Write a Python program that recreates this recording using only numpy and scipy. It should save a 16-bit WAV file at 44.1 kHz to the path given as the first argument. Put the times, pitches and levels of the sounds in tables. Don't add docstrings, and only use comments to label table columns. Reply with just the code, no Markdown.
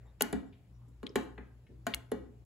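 import sys
import numpy as np
from scipy import signal
from scipy.fft import rfft, irfft
from scipy.io import wavfile
from scipy.ndimage import uniform_filter1d

SR = 44100
rng = np.random.default_rng(int(sys.argv[2]) if len(sys.argv) > 2 else 0)


def transcribe(u):
    v = np.clip(np.atleast_2d(u).T, -1, 1)
    q = np.round(v * 32767).astype(np.int16)
    wavfile.write(sys.argv[1], SR, q)


def level_to_linear(level):
    exponent = np.asarray(level, float) / 20
    return 10 ** exponent


N = 108045


def read(points, hz):
    f, value = np.transpose(points)
    return np.interp(np.log(hz + 1), np.log(f + 1), value)


def evened(x):
    return x / np.sqrt(np.mean(x ** 2) + 1e-20)


def unit(x):
    return x / np.abs(x).max()


def add(mix, time_s, sound):
    part = mix[..., round(time_s * SR):][..., :sound.shape[-1]]
    part += sound[..., :part.shape[-1]]


def coloured(x, points):
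    size = x.shape[-1]
    gain = level_to_linear(read(points, np.fft.rfftfreq(size, 1 / SR)))
    return irfft(rfft(x) * gain, size)


def pair(size):
    a, b = rng.standard_normal((2, size))
    return np.array([a + 0.3 * b, a - 0.39 * b])


def ring(modes, rise_s, scatter_rad, size=16000):
    detune, port_spread_rad = 0.006, 0.9
    hz, db, t60_s = np.transpose(modes)[:, :, None]
    t = np.arange(size) / SR
    chance = rng.standard_normal((len(modes), 4))
    level_jitter_db, pitch, lag, start = np.split(chance, 4, axis=1)
    phase = 2 * np.pi * hz * (1 + detune * pitch) * t + scatter_rad * start
    decay = level_to_linear(db + level_jitter_db - 60 * t / t60_s)
    swell = 1 - np.exp(-(t / rise_s) ** 2)
    ports = [(decay * np.sin(phase + side * port_spread_rad * lag)).sum(0) * swell for side in (-.5, .5)]
    return unit(np.array(ports))


def key():
    # (time [s], clatter level [dB], switch level [dB], dash level [dB], frame level [dB])
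    detents = [
        (0.2076, -25, -24, -31, -33),
        (0.328, -41.5, -30.5, -31.5, -27.5),
        (1.0297, -54.5, -38.5, -37, -39),
        (1.1564, -29.5, -26.5, -26, -30.5),
        (1.3795, -74, -42, -43.5, -44.5),
        (1.8667, -31.5, -28.5, -35.5, -35.5),
        (2.117, -42.5, -34.5, -30, -35),
    ]
    # (frequency [Hz], density [dB per Hz])
    clatter_spectrum = [(700, -45.5), (1500, 0), (2900, 3.5), (4500, 0.5), (5800, -13), (7000, -1),
                        (11000, -6.5), (16000, -15)]
    # (frequency [Hz], level [dB], T60 [s])
    switch_modes = [(690, -3, 0.039), (745, -3.5, 0.047), (860, -5, 0.053), (1064, -1.5, 0.039),
                    (1278, -4, .035), (1456, -2, 0.029), (1568, -5, 0.02), (1690, -5, 0.031),
                    (1917.4, -9.5, 0.07), (1948, -3, .025), (2300, -9.5, 0.055), (2876, -4.5, 0.019),
                    (3559, -5.5, 0.014), (4134, -9, 0.027)]
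    # (frequency [Hz], level [dB], T60 [s])
    dash_modes = [(335, -10, .1), (398, -7, .1), (422, 0, .09), (505, -1, .055), (600, -16, .05)]
    # (frequency [Hz], level [dB], T60 [s])
    frame_modes = [(180, -10, .18), (197, -3, .2), (230, -4, .16), (266, 0, .2), (290, -5, .16)]
    clatter_rise_s, clatter_fall_s, grit_db = 0.002, 0.0055, 2
    tick_fall_s, tick_level_db = 0.0007, -3
    tick_spectrum = [(3000, -30), (6000, 0), (12000, 0), (16000, -14)]

    out, t = np.zeros((2, N)), np.arange(2048) / SR
    clatter_shape = (1 - np.exp(-t / clatter_rise_s)) * np.exp(-t / clatter_fall_s)
    tick_shape = t * np.exp(-t / tick_fall_s)
    for time_s, clatter_db, switch_db, dash_db, frame_db in detents:
        steps = np.repeat(rng.standard_normal(len(t) // 16), 16)
        grit = pair(len(t)) * level_to_linear(grit_db * steps)
        clatter = unit(coloured(grit, clatter_spectrum) * clatter_shape)
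        tick = unit(coloured(grit, tick_spectrum) * tick_shape)
        add(out, time_s, level_to_linear(clatter_db) * (clatter + level_to_linear(tick_level_db) * tick))
        add(out, time_s, level_to_linear(switch_db) * ring(switch_modes, rise_s=0.001, scatter_rad=10.02))
        add(out, time_s, level_to_linear(dash_db) * ring(dash_modes, rise_s=0.0038, scatter_rad=0.95))
        add(out, time_s, level_to_linear(frame_db) * ring(frame_modes, rise_s=0.005, scatter_rad=17))
    return out


def knocks():
    # (time [s], frequency [Hz], level [dB], T60 [s])
    struck_parts = [(.2085, 2330, -36, .015), (.2088, 500, -27, .022), (.2090, 1470, -31, .025),
                    (.2097, 2840, -26, 0.016), (.2103, 6750, -30, .014), (.2122, 3780, -36, 0.024),
                    (.3272, 10800, -37, .012), (.3280, 7100, -42, 0.012), (.3284, 1080, -38, .03),
                    (.3286, 750, -39, 0.026), (.3290, 270, -32, 0.041), (1.1, 406, -43, 0.044),
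                    (1.0505, 300, -42, .03), (1.0930, 5170, -49, .012), (1.1572, 1773, -27, .01),
                    (1.1574, 7340, -40, 0.0079), (1.1585, 410, -25, .022), (1.1605, 2300, -33, 0.0149),
                    (1.1610, 3500, -36, .015), (1.8668, 1480, -33, 0.038), (1.8670, 690, -28, .045),
                    (1.8671, 1060, -38, 0.033), (1.8672, 2964, -40, 0.026), (1.8673, 6800, -37, .018),
                    (1.8690, 3950, -41.5, .02), (1.8755, 1500, -36, .03), (1.9452, 1400, -35.5, 0.0048),
                    (2.1165, 10800, -42, 0.014), (2.1194, 450, -25, .022)]
    rise_cycles, lag_rad, wide_hz = 0.77, 0.5, 800
    out, t = np.zeros((2, N)), np.arange(6000) / SR
    for time_s, hz, db, t60_s in struck_parts:
        swell = 1 - np.exp(-(t * hz / rise_cycles) ** 2)
        port_lag = lag_rad * min(hz / wide_hz, 1) * np.array([[1], [-1]])
        tone = np.sin(2 * np.pi * hz * t + port_lag)
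        add(out, time_s, level_to_linear(db) * unit(level_to_linear(-60 * t / t60_s) * swell * tone))
    return out


def rocking():
    # (time [s], level [dB])
    swings = [
        (.225, -47),
        (0.337, -38),
        (1.038, -49),
        (1.163, -49.5),
        (1.383, -51),
        (1.937, -41),
        (2.129, -47.5),
        (2.198, -48.5),
    ]
    swing_hz, rise_s, t60_s = 62.3, 0.029, 0.21
    out, t = np.zeros(N), np.arange(SR // 2) / SR
    for time_s, db in swings:
        swell = 1 - np.exp(-t / rise_s)
        add(out, time_s, level_to_linear(db - 60 * t / t60_s) * swell * 2 * np.sin(2 * np.pi * swing_hz * t))
    return out


def plunger():
    # (time [s], level [dB])
    rattle_hits = [
        (1.0645, -45),
        (1.0662, -32),
        (1.0678, -28),
        (1.0748, -41),
    ]
    # (frequency [Hz], level [dB], T60 [s])
    bore_modes = [(2164, -9, 0.01), (3410, -0.5, 0.0069), (3850, -1.5, 0.0057), (4600, -16, 0.0055),
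                  (6640, -20, .005), (8250, -25, 0.0072), (10800, -22, 0.0062)]
    # (time [s], level [dB])
    pull_hits = [
        (1.9380, -22.5),
        (1.9398, -34.5),
        (1.9412, -28),
    ]
    # (frequency [Hz], level [dB], T60 [s])
    seat_modes = [(2160, -6, 0.017), (2938, -0.5, .014), (3323, -4.5, 0.014), (3480, -6.5, 0.011),
                  (4140, -4.5, 0.0084), (6600, -28, .006), (11000, -22.5, 0.0046)]
    # (time [s], level [dB])
    snap_hits = [
        (.2215, -10),
        (.2246, -23),
        (.2282, -32),
        (1.9455, -19),
        (1.9490, -36),
    ]
    # (frequency [Hz], level [dB], T60 [s])
    cap_modes = [(3200, -13, .005), (6600, -9, .004), (7900, -7, .005), (8450, -22, .03), (4250, -13, .005),
                 (9400, -5, .004), (10600, -3, .003), (11800, -2, .003), (12800, -1, .0028),
                 (14000, -7, .0025), (15200, -14, .003)]
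    out = np.zeros((2, N))
    contacts = (
        (rattle_hits, bore_modes, 0.00034),
        (pull_hits, seat_modes, 0.00034),
        (snap_hits, cap_modes, 0.00015),
    )
    for hits, modes, rise_s in contacts:
        for time_s, db in hits:
            add(out, time_s, level_to_linear(db) * ring(modes, rise_s, scatter_rad=0, size=4000))
    return out


def rustles():
    # (time [s], level [dB], centre frequency [Hz], rise [s], fall [s])
    puffs = [(.0, -72, 470, 0.0042, 0.14), (.05, -60.5, 750, 0.015, 0.019), (0.0, -74, 1700, 0.014, 0.076),
             (0.195, -55.5, 2340, 0.008, 0.011), (0.524, -67.5, 2650, 0.0034, 0.022),
             (.875, -61, 274, 0.0055, 0.031), (.88, -68.5, 8500, 0.0065, 0.01),
             (.78, -73, 900, 0.035, 0.08), (1.3776, -45.5, 1667, 0.0012, 0.0066),
             (1.665, -64, 2193, 0.0023, 0.0071), (0.197, -57.5, 6000, 0.008, 0.0087),
             (1.689, -53.5, 306, 0.013, 0.036), (1.853, -66, 5000, 0.012, 0.01),
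             (1.853, -64, 2000, 0.012, 0.01), (1.946, -55, 7800, .001, 0.012),
             (.33, -61.5, 8150, 0.0022, .025), (1.095, -71, 5000, .002, .012),
             (1.148, -68, 4000, .006, .005), (.223, -50, 11000, .001, .008), (1.947, -56, 11500, .001, .01),
             (2.107, -60, 597, .005, .005), (2.245, -54, 279, 0.0087, 0.041),
             (2.321, -75, 408, 0.0079, 0.026)]
    width_octaves = 0.63
    out, t = np.zeros((2, N)), np.arange(8192) / SR
    hz = np.fft.rfftfreq(8192, 1 / SR) + 1
    for time_s, db, centre_hz, rise_s, fall_s in puffs:
        band = np.exp(-(np.log2(hz / centre_hz) / width_octaves) ** 2)
        puff = evened(irfft(rfft(pair(len(t))) * band))
        add(out, time_s, level_to_linear(db) * puff * (1 - np.exp(-t / rise_s)) * np.exp(-t / fall_s))
    return out


def squeaks():
    # (time [s], length [s], frequency [Hz], level [dB])
    whistles = [
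        (0.059, 0.066, 3700, -82.5),
        (0.73, 0.059, 5700, -88),
        (0.46, 0.035, 7400, -83.5),
        (1.42, 0.084, 3200, -90),
        (0.04, 0.038, 7400, -86.5),
    ]
    out = np.zeros(N)
    for time_s, length_s, hz, db in whistles:
        t = np.arange(0, length_s, 1 / SR)
        fuzz = uniform_filter1d(rng.standard_normal((2, 12000)), size=120)[:, :len(t)]
        tone = fuzz[0] * np.cos(2 * np.pi * hz * t) + fuzz[1] * np.sin(2 * np.pi * hz * t)
        add(out, time_s, level_to_linear(db) * evened(tone) * np.sqrt(np.sin(np.pi * t / length_s)))
    return out


def garage(x):
    # (frequency [Hz], gain [dB])
    wall_loss = [(3000, 0), (6000, -4), (9000, -7), (16000, -9)]
    # (frequency [Hz], T60 [s])
    room_t60 = [(60, 0.18), (200, 0.47), (500, 0.43), (1200, 0.45), (3000, 0.35), (6000, 0.33),
                (12000, 0.3), (16000, .25)]
    first_echo_s, port_likeness = 0.0031, 0.26
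    taps = rng.choice([-1., 1.], (2, SR))
    taps[1] = port_likeness * taps[0] + (1 - port_likeness) * taps[1]
    hz, t, z = signal.stft(taps, SR, nperseg=256)
    decay_db = read(wall_loss, hz)[:, None] - 60 * t / read(room_t60, hz)[:, None]
    tail = signal.istft(z * level_to_linear(decay_db), SR, nperseg=256)[1]
    tail = tail / np.linalg.norm(tail, axis=1)[:, None]
    tail = np.pad(tail, ((0, 0), (round(first_echo_s * SR), 0)))
    return signal.fftconvolve(x[None], tail, axes=1)[:, :N]


def hum():
    # (frequency [Hz], rms level [dB])
    mains_lines = [(59.2, -62.5), (119.5, -63.5), (178, -82)]
    waver_depth, waver_hz = 0.7, 6
    t, out = np.arange(N) / SR, np.zeros(N)

    def waver():
        rates_hz = waver_hz * np.geomspace(.1, 1, num=12)
        return evened(sum(np.sin(2 * np.pi * (rate * t + rng.random())) for rate in rates_hz))

    for hz, db in mains_lines:
        drift = 1 + waver_depth * (waver() + 1j * waver())
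        out += level_to_linear(db) * np.sqrt(2) * (np.exp(2j * np.pi * hz * t) * drift).real
    return out


def air():
    # (frequency [Hz], correlation [-1..1])
    likeness = [(60, 0.62), (200, 0.95), (400, .7), (800, 0.72), (1500, .1), (16000, .1)]
    # (frequency [Hz], density [dB per Hz])
    hiss_spectrum = [(100, -40.5), (140, -10.5), (200, -15.5), (1000, -34), (2500, -40), (6000, -46.5),
                     (10000, -47), (15000, -51)]
    # (frequency [Hz], density [dB per Hz])
    rumble_spectrum = [(18, -25.5), (30, -21), (45, -11), (60, -9), (80, 0.5), (105, 0.5), (140, -10),
                       (220, -52.5)]
    hiss_db, rumble_db, patchy_db = -69.5, -66.5, 1.4
    frames, hz = N // 256 + 5, np.fft.rfftfreq(1024, 1 / SR)
    a, b, c, d, patches = rng.standard_normal((frames, 513, 5)).T
    patches = uniform_filter1d(patches, size=14, axis=0)
    patches = evened(uniform_filter1d(patches, size=10, axis=1))
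    same = np.clip(read(likeness, hz), -1, 1)[:, None]
    left = a + 1j * b
    right = same * left + np.sqrt(1 - same ** 2) * (c + 1j * d)
    z = np.array([left, right]) * level_to_linear(patchy_db * patches)
    noise = signal.istft(z, nperseg=1024, noverlap=768)[1][:, :N]
    hiss = evened(coloured(noise, hiss_spectrum))
    rumble = evened(coloured(noise, [*rumble_spectrum, (500, -100)]))
    return level_to_linear(hiss_db) * hiss + level_to_linear(rumble_db) * rumble


def scene():
    key_wet_db, knock_wet_db, plunger_wet_db, fade_s = -7.5, -17, -23, 0.012
    turns, blows, ticks = key() + rustles(), knocks(), plunger()
    wet = garage(level_to_linear(key_wet_db) * turns[0] + level_to_linear(knock_wet_db) * blows[0])
    wet = wet + garage(level_to_linear(plunger_wet_db) * ticks[0])
    mix = turns + blows + ticks + wet + rocking() + squeaks() + hum() + air()
    return mix * np.clip((N - np.arange(N)) / (fade_s * SR), 0, 1)


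def low_pass(x):
    return signal.sosfilt(signal.butter(12, 16820, fs=SR, output="sos"), x)


def record(dry):
    # (frequency [Hz], phase [rad])
    left_lead = [(7150, -.2), (8270, -2), (10900, -5.8), (11600, -6.5), (13100, -9.1), (14400, -9.7),
                 (15100, -12.5), (16400, -12.6)]
    # (frequency [Hz], left minus right [dB])
    left_over_right = [(60, 2.76), (200, 0.5), (400, -1.5), (700, 5), (2400, 2.07), (5000, 1),
                       (16000, -1.5)]
    # (frequency [Hz], gain [dB])
    mic_response = [(15, -20), (30, -3), (45, 4.5), (60, 1), (15600, 1), (16100, -15.5), (16700, -43.5)]
    one_port_hz, port_gap_s = 6400, 0.00003
    hz, z = np.fft.rfftfreq(N, 1 / SR), rfft(dry)
    shared = np.clip((hz - one_port_hz) / 400, 0, 1)
    z = np.array([z[0], (1 - shared) * z[1] + shared * z[0]])
    lead_rad = read(left_lead, hz) * shared - 2 * np.pi * hz * port_gap_s * (1 - shared)
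    half = level_to_linear(read(left_over_right, hz) / 2) * np.exp(.5j * lead_rad)
    mix = irfft(z * level_to_linear(read(mic_response, hz)) * np.array([half, 1 / half]), N)
    return low_pass(mix)


dry = scene()
out = record(dry)
transcribe(out)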